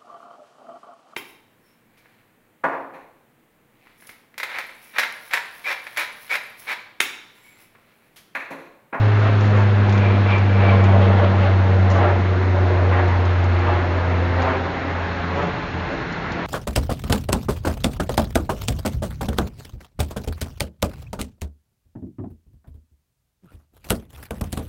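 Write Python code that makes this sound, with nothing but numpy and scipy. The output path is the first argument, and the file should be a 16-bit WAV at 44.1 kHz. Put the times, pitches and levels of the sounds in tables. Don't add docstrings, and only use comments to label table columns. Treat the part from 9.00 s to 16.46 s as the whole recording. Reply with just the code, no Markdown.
import sys
import numpy as np
from scipy import signal
from scipy.io import wavfile

SR = 44100
rng = np.random.default_rng(int(sys.argv[2]) if len(sys.argv) > 2 else 0)


def generate_wav(signal):
    frames = np.transpose(np.atleast_2d(signal))
    scaled = np.clip(frames, -1, 1) * 32767
    pcm = np.round(scaled).astype(np.int16)
    wavfile.write(sys.argv[1], SR, pcm)


N = 329074

# pitch_hz, relative_db
BACKGROUND_SPECTRUM = [(25, -8), (45, 1.5), (150, 2), (300, .5), (450, -7), (700, -1.5), (1000, -3.5),
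                       (1550, -2.5), (1950, -5), (2450, -11.5), (3080, -18.5), (3880, -18.5), (4900, -27.5),
                       (6150, -31)]
# start_s, level_db
SHOE_TICKS = [(0.1966, -43), (0.409, -33), (0.894, -32), (0.9247, -32), (0.9773, -34), (1.3803, -35.5),
              (1.84, -33.5), (2.9, -33), (2.9116, -34), (4.0795, -40), (4.252, -37), (4.4403, -36),
              (4.5886, -41), (5.4205, -31.5), (6.4259, -38), (6.47, -40), (7.124, -36), (7.319, -33)]
# start_s, level_db
HEEL_KNOCKS = [(0.884, -22.5), (2.911, -27)]
# middle_s, level_db, half_length_s
SOLE_SCUFFS = [(.22, -56, .09), (.447, -49, .07), (.59, -49, .04), (.95, -50, .06), (2.035, -60, 0.0295),
               (2.39, -57, .05), (2.917, -45, 0.016), (2.968, -45, 0.032), (5.46, -56, .05),
               (6.41, -53.5, 0.078), (6.93, -53, .025)]

# peak_s, boost_db, rise_s, pitch_hz, spread_octaves
AIR_SURGES = [(0.26, 5.5, 0.052, 1794, 2.3), (0.58, 7.5, 0.059, 850, 1), (1.057, 4.5, 0.13, 1297, 1.4),
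              (1.316, 8.5, 0.067, 2970, 1.4), (1.675, 6, 0.1, 2380, 1.8), (2.026, 4, 0.03, 3020, 0.43),
              (2.204, 4, 0.065, 1410, 1.4), (2.45, 6, 0.042, 3000, 1.1), (3.026, 10.5, .115, 1055, 1.7),
              (3.97, 8, 0.048, 1655, 1.2), (4.133, 4, 0.061, 1625, 1.2), (4.705, 7, 0.095, 1707, 1.17),
              (4.69, 5, 0.034, 700.3, 0.6), (5.46, 9.5, 0.09, 1296, 1.3), (6.417, 10, 0.1, 916, 1.05),
              (6.469, 10, 0.13, 181, 0.85), (6.915, 10.5, 0.12, 750, 0.66), (7.404, 12, 0.11, 606, 1.1)]
# time_s, delay_ms
ECHO_DELAY = [(0, 7.27), (1, 8.32), (2, 8.62), (3, 8.6), (3.5, 8.38), (4.65, 8.42), (5, 7.98), (6, 7.25),
              (6.6, 6.84), (7.46, 6.08)]
# middle_s, relative_db, half_length_s
TURBINE_SWELLS = [(.95, -45.5, 0.11), (1.09, -38, 0.076), (1.33, -32.5, .05), (1.56, -42.5, .08),
                  (1.685, -36.5, 0.045), (1.82, -41, .09)]
# pitch_hz, relative_db
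ROAR_SPECTRUM = [(25, -14.5), (40, -14), (70, -2.5), (130, -4.5), (220, -6), (370, -1.5), (620, -2),
                 (1000, -6), (1900, -11), (2450, -14.5), (3080, -19), (3880, -24), (4900, -34),
                 (6150, -54.5)]
# time_s, relative_db
ROAR_LOW = [(0, 2), (2.1, 4.5), (2.9, 1.5), (3.5, -2), (5.1, 0.5), (5.7, -2.5), (6.15, -8), (6.7, -2.5),
            (7.46, -5.5)]
# time_s, relative_db
ROAR_MIDDLE = [(0, -3.5), (1.45, -1), (1.95, 8.5), (2.7, 2.5), (3.45, -1.5), (3.7, 5), (4.4, -1.5),
               (4.95, 2), (6.1, -3.5), (7.2, -16)]
# time_s, relative_db
ROAR_HIGH = [(0, -1), (1.5, -3.5), (2.38, -4), (2.65, -7), (3.6, -6.5), (4.2, -4), (5.8, -3.5),
             (7.46, -4.5)]

# time_s, pitch_hz
BLADE_PITCH = [(0, 105.3), (1, 100.2), (2, 96.7), (3.2, 92.8), (4, 90.66), (4.65, 88.85), (5, 88.2),
               (6, 86.43), (6.6, 85.5), (7.46, 84.6)]
# time_s, level_db
DRONE_LEVEL = [(0, -15), (.33, -17), (.62, -16), (1.35, -18.5), (1.92, -14.5), (2.3, -18), (2.85, -16),
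               (3.2, -19.5), (3.85, -17.5), (4.55, -18.5), (4.8, -21), (5.25, -18), (5.72, -30.5),
               (5.92, -25), (6.5, -29.5), (7.46, -40.5)]
# time_s, waver_db
DRONE_UNSTEADINESS = [(0, 0.1), (5.1, .7), (5.8, 1.9), (7.46, 1.5)]
# time_s, level_db
SIDE_BEAM = [(0, -30), (.25, -34), (.5, -24), (.7, -30), (.86, -24.5), (1.35, -30), (1.9, -23.5),
             (2.45, -29), (2.9, -25.5), (3.35, -32), (3.9, -33), (4.4, -42.5), (5.2, -35.5), (6.15, -43.5),
             (6.47, -30.5), (6.7, -40), (7.46, -42)]
# pitch_multiple, offset_db
SIDE_OVERTONES = [(2, 1.5), (5, -18), (6, -19), (7, -21.5)]
# time_s, level_db
REAR_BEAM = [(0, -36.5), (1, -36), (1.45, -44), (2, -37), (2.7, -44.5), (3.2, -35), (4.05, -35.5),
             (4.42, -44), (4.62, -35.5), (4.8, -41.5), (5.5, -36), (6.1, -45.5), (7.46, -44)]
# pitch_multiple, offset_db
REAR_OVERTONES = [(3, 0.024), (4, -1.2)]


def from_db(db):
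    return 10 ** (np.asarray(db) / 20)


def rms_one(x):
    return x / np.sqrt(np.mean(x ** 2) + 1e-20)


def curve(rows):
    times_s, values = np.transpose(rows)
    return np.interp(np.arange(N) / SR, times_s, values)


def drift(rate_hz):
    step, warm_up = 40, 2000
    memory = np.exp(-2 * np.pi * step * rate_hz / SR)
    noise = rng.standard_normal(N // step + warm_up + 2)
    smooth = signal.lfilter([1], [1, -2 * memory, memory * memory], noise)[warm_up:]
    return np.interp(np.arange(N) / step, np.arange(len(smooth)), rms_one(smooth))


def swells(rows):
    t = np.arange(N) / SR
    return sum(from_db(db) * np.exp(-np.minimum(((t - s) / half) ** 2, 20)) for s, db, half in rows)


def band_noise(low_hz, high_hz, order):
    band = signal.butter(order, [low_hz, high_hz], "band", fs=SR, output="sos")
    return signal.sosfilt(band, rng.standard_normal(N))


def noise_bands(spectrum):
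    edges = np.geomspace(22, 6900, 26)
    centres = np.sqrt(edges[:-1] * edges[1:])
    white = rng.standard_normal((2, N))
    filters = [signal.butter(3, pair, "band", fs=SR, output="sos") for pair in zip(edges, edges[1:])]
    bands = np.array([signal.sosfilt(sos, white[k % 2]) for k, sos in enumerate(filters)])
    pitch_hz, relative_db = np.transpose(spectrum)
    bands *= from_db(np.interp(np.log(centres), np.log(pitch_hz), relative_db))[:, None]
    return zip(centres, bands / np.std(bands.sum(axis=0)))


def outdoor_noise_and_hiss(level_db, flutter_db, steady_above_hz):
    sink_db = 0.05 * (np.arange(N) - N / 2) / SR
    out = np.zeros(N)
    for hz, band in noise_bands(BACKGROUND_SPECTRUM):
        restless = 1 / (1 + (hz / steady_above_hz) ** 2)
        out += band * from_db(restless * flutter_db * drift(4.9) - (1 - restless) * sink_db)
    return from_db(level_db) * out


def taps(rows, fade_s, low_hz, high_hz, order):
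    tail = from_db(-60 * np.arange(SR // 4) / SR / fade_s)
    loudness = np.zeros(N + SR)
    for start_s, level_db in rows:
        start = round(start_s * SR)
        loudness[start:start + len(tail)] += from_db(level_db) * tail
    return loudness[:N] * rms_one(band_noise(low_hz, high_hz, order))


def scuffs(grain_db):
    grit = band_noise(2000, 8000, order=1) * from_db(grain_db * drift(120))
    return swells(SOLE_SCUFFS) * rms_one(grit)


def air_surges():
    t = np.arange(N) / SR
    surges = []
    for peak_s, boost_db, rise_s, pitch_hz, octaves in AIR_SURGES:
        fall_s = 1.16 * rise_s
        from_peak = np.abs(t - peak_s) / np.where(t < peak_s, rise_s, fall_s)
        hump = np.exp(-np.minimum(from_peak, 3) ** 2.1)
        surges.append((pitch_hz, octaves, boost_db * hump))
    return surges


def surge_db(surges, hz):
    return sum(boost * np.exp(-.5 * (np.log2(hz / centre) / octaves) ** 2)
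               for centre, octaves, boost in surges)


def scattered(phase, width_hz):
    return drift(width_hz) * np.sin(phase) + drift(width_hz) * np.cos(phase)


def add_ground_echo(direct, strength, dull_hz):
    dulled = signal.sosfilt(signal.butter(1, dull_hz, fs=SR, output="sos"), direct)
    n = np.arange(N)
    delay_samples = curve(ECHO_DELAY) * SR / 1000
    return direct + strength * np.interp(n - delay_samples, n, dulled, left=0)


def compressor_rasp(surges, low_hz, high_hz, nearest_s, fade_db_per_s):
    rough = band_noise(low_hz, high_hz, order=2) * from_db(2.5 * drift(40))
    level_db = -43 - fade_db_per_s * np.abs(np.arange(N) / SR - nearest_s)
    return from_db(level_db + surge_db(surges, np.sqrt(low_hz * high_hz))) * rms_one(rough)


def turbine_whine(pitch_hz, wobble_hz, tone_gain_db, smear_gain_db):
    phase = 2 * np.pi * np.cumsum(pitch_hz + wobble_hz * drift(40)) / SR
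    tone = np.sqrt(2) * from_db(2.0 * drift(30)) * np.sin(phase)
    smear = scattered(phase, width_hz=230)
    return swells(TURBINE_SWELLS) * (from_db(tone_gain_db) * tone + from_db(smear_gain_db) * smear)


def engine_roar(surges, gain_db, flutter_db):
    levels_db = np.array([curve(ROAR_LOW), curve(ROAR_MIDDLE), curve(ROAR_HIGH)])
    parts_hz = [252, 600, 2900]
    out = np.zeros(N)
    for hz, band in noise_bands(ROAR_SPECTRUM):
        shares = np.array([np.interp(np.log(hz), np.log(parts_hz), part) for part in np.eye(3)])
        out += from_db(shares @ levels_db + surge_db(surges, hz) + flutter_db * drift(14)) * band
    return from_db(gain_db) * out


def throb_db(start_s, grow_s, crest_s, period_s, swing_db):
    t = np.arange(N) / SR
    grown = np.clip((t - start_s) / grow_s, 0, 1)
    return swing_db * grown * (np.cos(2 * np.pi * (t - crest_s) / period_s) - .5)


def propeller(blade_hz, smear_hz):
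    phase = 2 * np.pi * np.cumsum(blade_hz) / SR
    level_db = curve(DRONE_LEVEL) + curve(DRONE_UNSTEADINESS) * drift(6.8)
    level_db += throb_db(start_s=6.53, grow_s=0.37, crest_s=6.79, period_s=0.53, swing_db=26)
    out = np.sqrt(2) * from_db(level_db) * np.sin(phase)
    blur = 0.014 + 0.041 * np.arange(N) / SR
    for beam, overtones in ((SIDE_BEAM, SIDE_OVERTONES), (REAR_BEAM, REAR_OVERTONES)):
        for multiple, offset_db in overtones:
            noise_share = np.clip(blur * multiple / 2, 0, 1)
            smear = np.sqrt(noise_share) * scattered(multiple * phase, multiple * smear_hz)
            tone = np.sqrt(2 * (1 - noise_share)) * np.sin(multiple * phase + rng.uniform(0, 2 * np.pi))
            out += from_db(curve(beam) + offset_db) * (tone + smear)
    return out


def scene():
    blade_hz = curve(BLADE_PITCH)
    surges = air_surges()
    drone = propeller(blade_hz, smear_hz=6.7)
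    roar = engine_roar(surges, gain_db=-27.5, flutter_db=1.5)
    aircraft = add_ground_echo(drone + roar, strength=0.55, dull_hz=2320)
    whine = turbine_whine(23.7 * blade_hz, wobble_hz=8.3, tone_gain_db=1.5, smear_gain_db=2.5)
    rasp = compressor_rasp(surges, low_hz=2420, high_hz=3470, nearest_s=2.05, fade_db_per_s=9.5)
    ticks = taps(SHOE_TICKS, fade_s=0.053, low_hz=800, high_hz=3380, order=1)
    heels = taps(HEEL_KNOCKS, fade_s=0.054, low_hz=650, high_hz=1500, order=2)
    walkers = ticks + heels + scuffs(grain_db=2.0)
    background = outdoor_noise_and_hiss(level_db=-29.5, flutter_db=2.15, steady_above_hz=2200)
    return (background + walkers + aircraft + whine + rasp)[None]


def record(dry):
    cutoff_hz = 7100
    return signal.sosfilt(signal.ellip(10, .1, 80, cutoff_hz, fs=SR, output="sos"), dry)


dry = scene()
out = record(dry)
generate_wav(out)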